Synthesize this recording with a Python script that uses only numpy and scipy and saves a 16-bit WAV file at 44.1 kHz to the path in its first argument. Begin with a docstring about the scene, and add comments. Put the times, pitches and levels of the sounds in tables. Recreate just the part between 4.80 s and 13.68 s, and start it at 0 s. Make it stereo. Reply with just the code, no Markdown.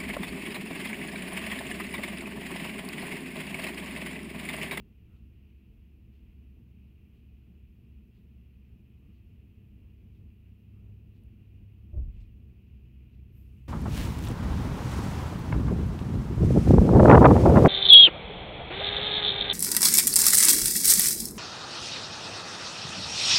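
"""Tree work heard from the shelter of a house. From the start a bucket lift's engine drones far off,
while close by are microphone hiss, a faint tick once a second and now and then a handling scuff.
From 4 s a second engine swells behind the lift. Just after 7 s a cut log lands: the modes of wood and
ground give a knock and a deep thud that echoes round the yard, and something cracks just after it.
Last, a finger slides and squeaks beside the right microphone."""
import sys
import numpy as np
from scipy import signal
from scipy.fft import rfft, irfft, next_fast_len
from scipy.io import wavfile

SR = 44100
rng = np.random.default_rng(int(sys.argv[2]) if len(sys.argv) > 2 else 0)


def persist_wave(psi):
    """Save psi, clipped to +-1, as 16-bit WAV."""
    counts = np.round(np.clip(psi, -1, 1) * 32767).astype(np.int16)
    wavfile.write(sys.argv[1], SR, np.atleast_2d(counts).T)


N = 391608
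TIME = np.arange(N) / SR

# load on the second engine: (time [s], level [dB], boost of the even harmonics [dB])
ENGINE_LOAD = [(0, -22, 0), (3.9, -21.5, 0), (4.7, -6.5, -7), (5.8, -4.5, -10), (6.1, 1.5, -11.5),
               (6.5, -4, -4.5), (7.0, 1, -8.5), (7.8, -7.5, 4), (8.88, -4.5, 8)]


def from_db(db):
    """Amplitude ratio: a factor of ten per 20 dB."""
    return 10 ** (np.asarray(db) / 20)


def in_time(rows):
    """Linear interpolation of each column over time."""
    times, *columns = np.transpose(rows)
    return [np.interp(TIME, times, column) for column in columns]


def at_hz(points, hz):
    """Interpolation on a log-frequency axis."""
    known_hz, values = np.transpose(points)
    return np.interp(np.log(hz + 1e-9), np.log(known_hz), values)


def pan(left_db):
    """Direction by level difference: channel gains for a left-minus-right level."""
    return from_db(np.array([[left_db], [-left_db]]) / 2)


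def drift(rate_hz):
    """Low-passed noise: a slow wander of unit standard deviation."""
    hop = 100  # samples per step
    pole = np.exp(-2 * np.pi * rate_hz * hop / SR)
    white = rng.standard_normal(N // hop + 1002)
    slow = signal.lfilter([1], [1, -2 * pole, pole * pole], white)[1000:]  # once settled
    return np.interp(np.arange(N) / hop, np.arange(len(slow)), slow / slow.std())


def noise(spectrum, outdoors=False):
    """Stereo noise of a given spectral density; outdoors, long waves reach both microphones coherently."""
    # likeness of the two channels: (frequency [Hz], correlation [1])
    coherence = [(30, .98), (70, 0.9), (130, 1), (250, 0.81), (500, .6), (1000, 0.27), (4000, 0.061)]
    size = next_fast_len(N, real=True)
    hz = np.arange(size // 2 + 1) * SR / size
    alike = np.clip(at_hz(coherence, hz), 0, 1) if outdoors else 0
    mid, side = rfft(rng.standard_normal((2, size)))
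    pair = np.sqrt(1 + alike) * mid + np.sqrt(1 - alike) * side * [[1], [-1]]
    return irfft(pair * from_db(at_hz(spectrum, hz)), size)[:, :N] * np.sqrt(SR) / 2


def burst(start, rise, t60):
    """Linear attack, then exponential decay by 60 dB in t60; all times in seconds."""
    age = TIME - start
    return np.clip(age / rise, 0, 1) * from_db(-60 * np.clip((age - rise) / t60, 0, 2))


def strike(times, blow_db, modes):
    """Modal superposition: impulses ring damped resonators, about a decibel differently each time."""
    ringing = np.zeros(N)
    for hz, level_db, t60 in modes:
        impulses = np.zeros(N)
        impulses[(times * SR).astype(int)] = from_db(blow_db + level_db + rng.standard_normal(len(times)))
        pole, angle = from_db(-60 / (t60 * SR)), 2 * np.pi * hz / SR
        feedback = [1, -2 * pole * np.cos(angle), pole * pole]
        ringing += signal.lfilter([0, np.sin(angle)], feedback, impulses + 1e-18)
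    return ringing


def tone(hz, waver_hz, flutter_db):
    """Random modulation of an engine partial: its pitch hunts and the air makes its level flutter."""
    phase = 2 * np.pi * (np.cumsum(hz + waver_hz * drift(1.625)) / SR + rng.random())
    return np.sqrt(2) * np.sin(phase) * from_db(flutter_db * drift(3.3))


def falling_log():
    """Impact excites the modes of wood and ground; bark crunches and the yard reverberates."""
    # the log bites in, slams down and settles: (time [s], wood level [dB], ground level [dB])
    blows = [(7.131, -53, -37.5), (7.143, -48.5, -41), (7.161, -53, -38), (7.173, -50, -29),
             (7.191, -57, -37.5), (7.219, -68, -33.5), (7.277, -69.5, -34.5), (7.344, -74, -44.5),
             (7.421, -75, -45.5)]
    # modes of each body: (frequency [Hz], level [dB], t60 [s])
    wood_modes = [(214, -10, 0.18), (272.3, -11.5, 0.43), (347.5, -0.5, 0.15), (540, -25.5, .18),
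                  (589, -9, 0.21), (627, -19.5, 0.2), (790, -39, 0.17), (1013, -30, .25), (1120, -25, 0.29)]
    ground_modes = [(40.86, -6, 0.55), (59.3, 5.5, 0.25), (90.8, -4.5, 0.15)]
    # spectra of the crunch and the low tail: (frequency [Hz], density [dB/Hz])
    bark_spectrum = [(60, -83.5), (150, -67.5), (350, -81), (480, -88.5), (650, -91), (850, -105),
                     (1150, -104), (1500, -119), (4000, -130)]
    tail_spectrum = [(15, -88), (28, -67.5), (42, -44.5), (65, -45), (100, -71.5), (150, -83), (300, -83),
                     (600, -110), (1500, -135)]
    times, wood_db, ground_db = np.transpose(blows)
    # the trunk meets soft ground, so its ring has no sharp edge
    wood = signal.sosfilt(signal.butter(4, 950, fs=SR, output="sos"), strike(times, wood_db, wood_modes))
    # earth makes a long contact, which leaves only the bass
    ground = strike(times, ground_db, ground_modes)
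    boom = signal.sosfilt(signal.butter(2, 170, fs=SR, output="sos"), ground)
    crunch = burst(7.124, rise=0.06, t60=0.34) * noise(bark_spectrum, outdoors=True)
    tail = burst(7.16, rise=0.049, t60=1.1) * noise(tail_spectrum, outdoors=True) * from_db(-8)
    return wood * pan(-1.2) + boom * pan(1.2) + crunch + tail * pan(1.3)


def crack():
    """A dry crack inside a short rustle; as incoherent sounds they add in power."""
    # spectrum of both: (frequency [Hz], density [dB/Hz])
    spectrum = [(900, -130), (2000, -108), (2800, -100), (4500, -104), (5800, -113), (8500, -114),
                (10500, -124), (15000, -130)]
    snap = from_db(-4) * burst(7.399, rise=.008, t60=.2)
    rustle = from_db(-14.5) * burst(7.29, rise=.09, t60=.4)
    return np.hypot(snap, rustle) * noise(spectrum) * pan(4.2)


def lift_engine():
    """Periodic firing at idle gives a tone that throbs by amplitude modulation, amid machinery tones."""
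    # steady tones of the machinery: (frequency [Hz], level [dB])
    partials = [(120, -68), (172.5, -73), (178, -74), (199, -73), (203.5, -72.5), (213.5, -73),
                (240, -72.5), (326.5, -77.5), (397, -88.5), (427.5, -91)]
    firing_hz, firing_db, throb_db = 67.8, -57.5, 3.0
    throb_hz = 3.1 + 0.68 * drift(2)
    throb = np.sin(2 * np.pi * np.cumsum(throb_hz) / SR)
    firing = from_db(firing_db + throb_db * throb) * tone(firing_hz, waver_hz=.2, flutter_db=1.7)
    machinery = sum(from_db(db) * tone(hz, waver_hz=0.24, flutter_db=1.5) for hz, db in partials)
    return firing * pan(2.1) + machinery * pan(0.43)


def second_engine():
    """A harmonic series follows the firing rate, growing louder and then deeper in timbre."""
    # it speeds up and eases off: (time [s], firing rate [Hz])
    speed = [(0, 31.1), (4.1, 31.37), (4.7, 31.95), (5.55, 32.23), (6.0, 34.07), (6.55, 33.47), (7.3, 33.4),
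             (8.05, 31.5), (8.88, 32)]
    # its partials: (multiple of the firing rate [1], level [dB])
    harmonics = [(2, -54), (3, -53), (4, -59.5)]
    load_db, even_db = in_time(ENGINE_LOAD)
    firing_hz, = in_time(speed)
    hum = np.zeros(N)
    for order, db in harmonics:
        gain = from_db(load_db + db + even_db * (order % 2 == 0))
        hum += gain * tone(order * firing_hz, waver_hz=.3, flutter_db=1.5)
    return hum * pan(1.1)


def exhaust_rumble():
    """Both exhausts blur into a continuous spectrum that rises a little with the second engine's load."""
    # spectrum of the exhausts: (frequency [Hz], density [dB/Hz])
    spectrum = [(15, -112), (27, -97), (35, -82), (50, -73), (60, -73), (80, -74.5), (115, -78.5),
                (150, -85), (210, -83), (270, -91), (350, -95), (450, -99), (560, -112), (670, -109),
                (780, -116), (1200, -121), (2500, -140)]
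    load_db, _ = in_time(ENGINE_LOAD)
    level_db = 1.7 + .09 * load_db + 1.3 * drift(6)
    return from_db(level_db) * noise(spectrum, outdoors=True) * pan(0.9)


def ticking():
    """Noise bursts whose slow attack blurs them, like a clock across a room."""
    # one tick a second: (time [s], level [dB])
    ticks = [(.35, -5), (1.34, -3), (2.35, -6), (3.35, -2.5), (4.34, -4), (5.34, -4), (6.35, -2.5),
             (7.34, -9), (8.33, -5)]
    # spectrum of a tick: (frequency [Hz], density [dB/Hz])
    spectrum = [(800, -132), (2000, -117), (3200, -109), (4200, -111.5), (5500, -123), (9000, -128),
                (14000, -138)]
    envelope = sum(from_db(db) * burst(time - .033, rise=0.05, t60=0.27) for time, db in ticks)
    return envelope * noise(spectrum) * pan(2.5)


def handling():
    """Friction and contact noise: dull scuffs, a tiny tap, then a finger sliding on the housing."""
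    # soft, nasal scuffs: (time [s], level [dB], centre frequency [Hz], rise [s])
    touches = [(.26, 2.5, 1330, 0.082), (4.1, -5, 1170, 0.2), (4.95, -8, 1180, 0.12),
               (5.88, -3.5, 1290, .11), (6.52, -6, 1390, 0.037)]
    # spectrum of a scuff: (multiple of the centre frequency [1], density [dB/Hz])
    scuff_shape = [(.3, -124), (.75, -117), (1, -101), (1.22, -118), (1.55, -116), (3, -132)]
    # spectra of the sliding finger: (frequency [Hz], density [dB/Hz])
    rub_spectrum = [(2000, -130), (4200, -114), (6000, -117), (9500, -114), (11200, -113), (13000, -111),
                    (16000, -115)]
    squeak_spectrum = [(9500, -140), (11200, -119), (12600, -102), (13800, -105), (15500, -122)]
    scuffs = sum(from_db(db) * burst(time, rise, t60=.35) * noise(np.array(scuff_shape) * [hz, 1])
                 for time, db, hz, rise in touches)
    slide_s = 8.505
    rub = from_db(-8.5) * burst(slide_s, rise=0.071, t60=8.7) * noise(rub_spectrum)
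    squeak = from_db(-1) * burst(slide_s, rise=.085, t60=.4) * noise(squeak_spectrum)
    slide = (rub + squeak) * from_db(drift(70))
    tap_noise = noise([(7000, -130), (9500, -112), (12000, -103), (13200, -125)])
    tap = burst(6.435, rise=0.0014, t60=.025) * tap_noise
    return scuffs * pan(4.0) + (slide + tap) * pan(-4.5)


def microphone_hiss():
    """Self-noise: a steady broadband hiss on both sides and a narrower, wavering band on the left."""
    # spectra of the two hisses: (frequency [Hz], density [dB/Hz])
    broad_spectrum = [(100, -113), (600, -115), (1200, -118), (1800, -120), (3800, -122), (5500, -127),
                      (8500, -132), (10000, -129), (12000, -121.5), (16000, -121)]
    left_spectrum = [(500, -122), (1000, -117), (1550, -117), (1950, -110), (2200, -108), (2480, -100.5),
                     (2830, -101.5), (3050, -107.5), (3300, -111), (3550, -121), (5000, -129), (9000, -145)]
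    # wavering of the left hiss: (time [s], level [dB])
    left_level = [(0.0, 0.7), (0.2, -1.2), (0.64, 2), (1.2, -1), (1.52, 2.1), (1.84, -2.5), (2.04, 1.2),
                  (3.36, -1.1), (3.72, 1.0), (3.92, -0.1), (5.76, -0.5), (6.0, 0.5), (6.44, -1.0), (6.6, 2),
                  (7.2, -0.8), (7.4, 4.5), (7.56, -0.5), (8.32, 2), (8.48, 0), (8.88, 3.5)]
    level_db, = in_time(left_level)
    left = noise(left_spectrum) * from_db(level_db - level_db.mean() + 0.68 * drift(9))
    return noise(broad_spectrum) + left * [[1], [0]]


def scene():
    """Linear superposition: the pressures of all sources add."""
    engines = lift_engine() + second_engine() + exhaust_rumble()
    return engines + falling_log() + crack() + ticking() + handling() + microphone_hiss()


def record(dry):
    """Band limiting: the recorder drops the deepest bass and cuts the top steeply."""
    low_hz, high_hz = 18, 15750
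    lean = signal.sosfilt(signal.butter(2, low_hz, "high", fs=SR, output="sos"), dry)
    return signal.sosfilt(signal.ellip(12, .1, 80, high_hz, fs=SR, output="sos"), lean)


dry = scene()
out = record(dry)
persist_wave(out)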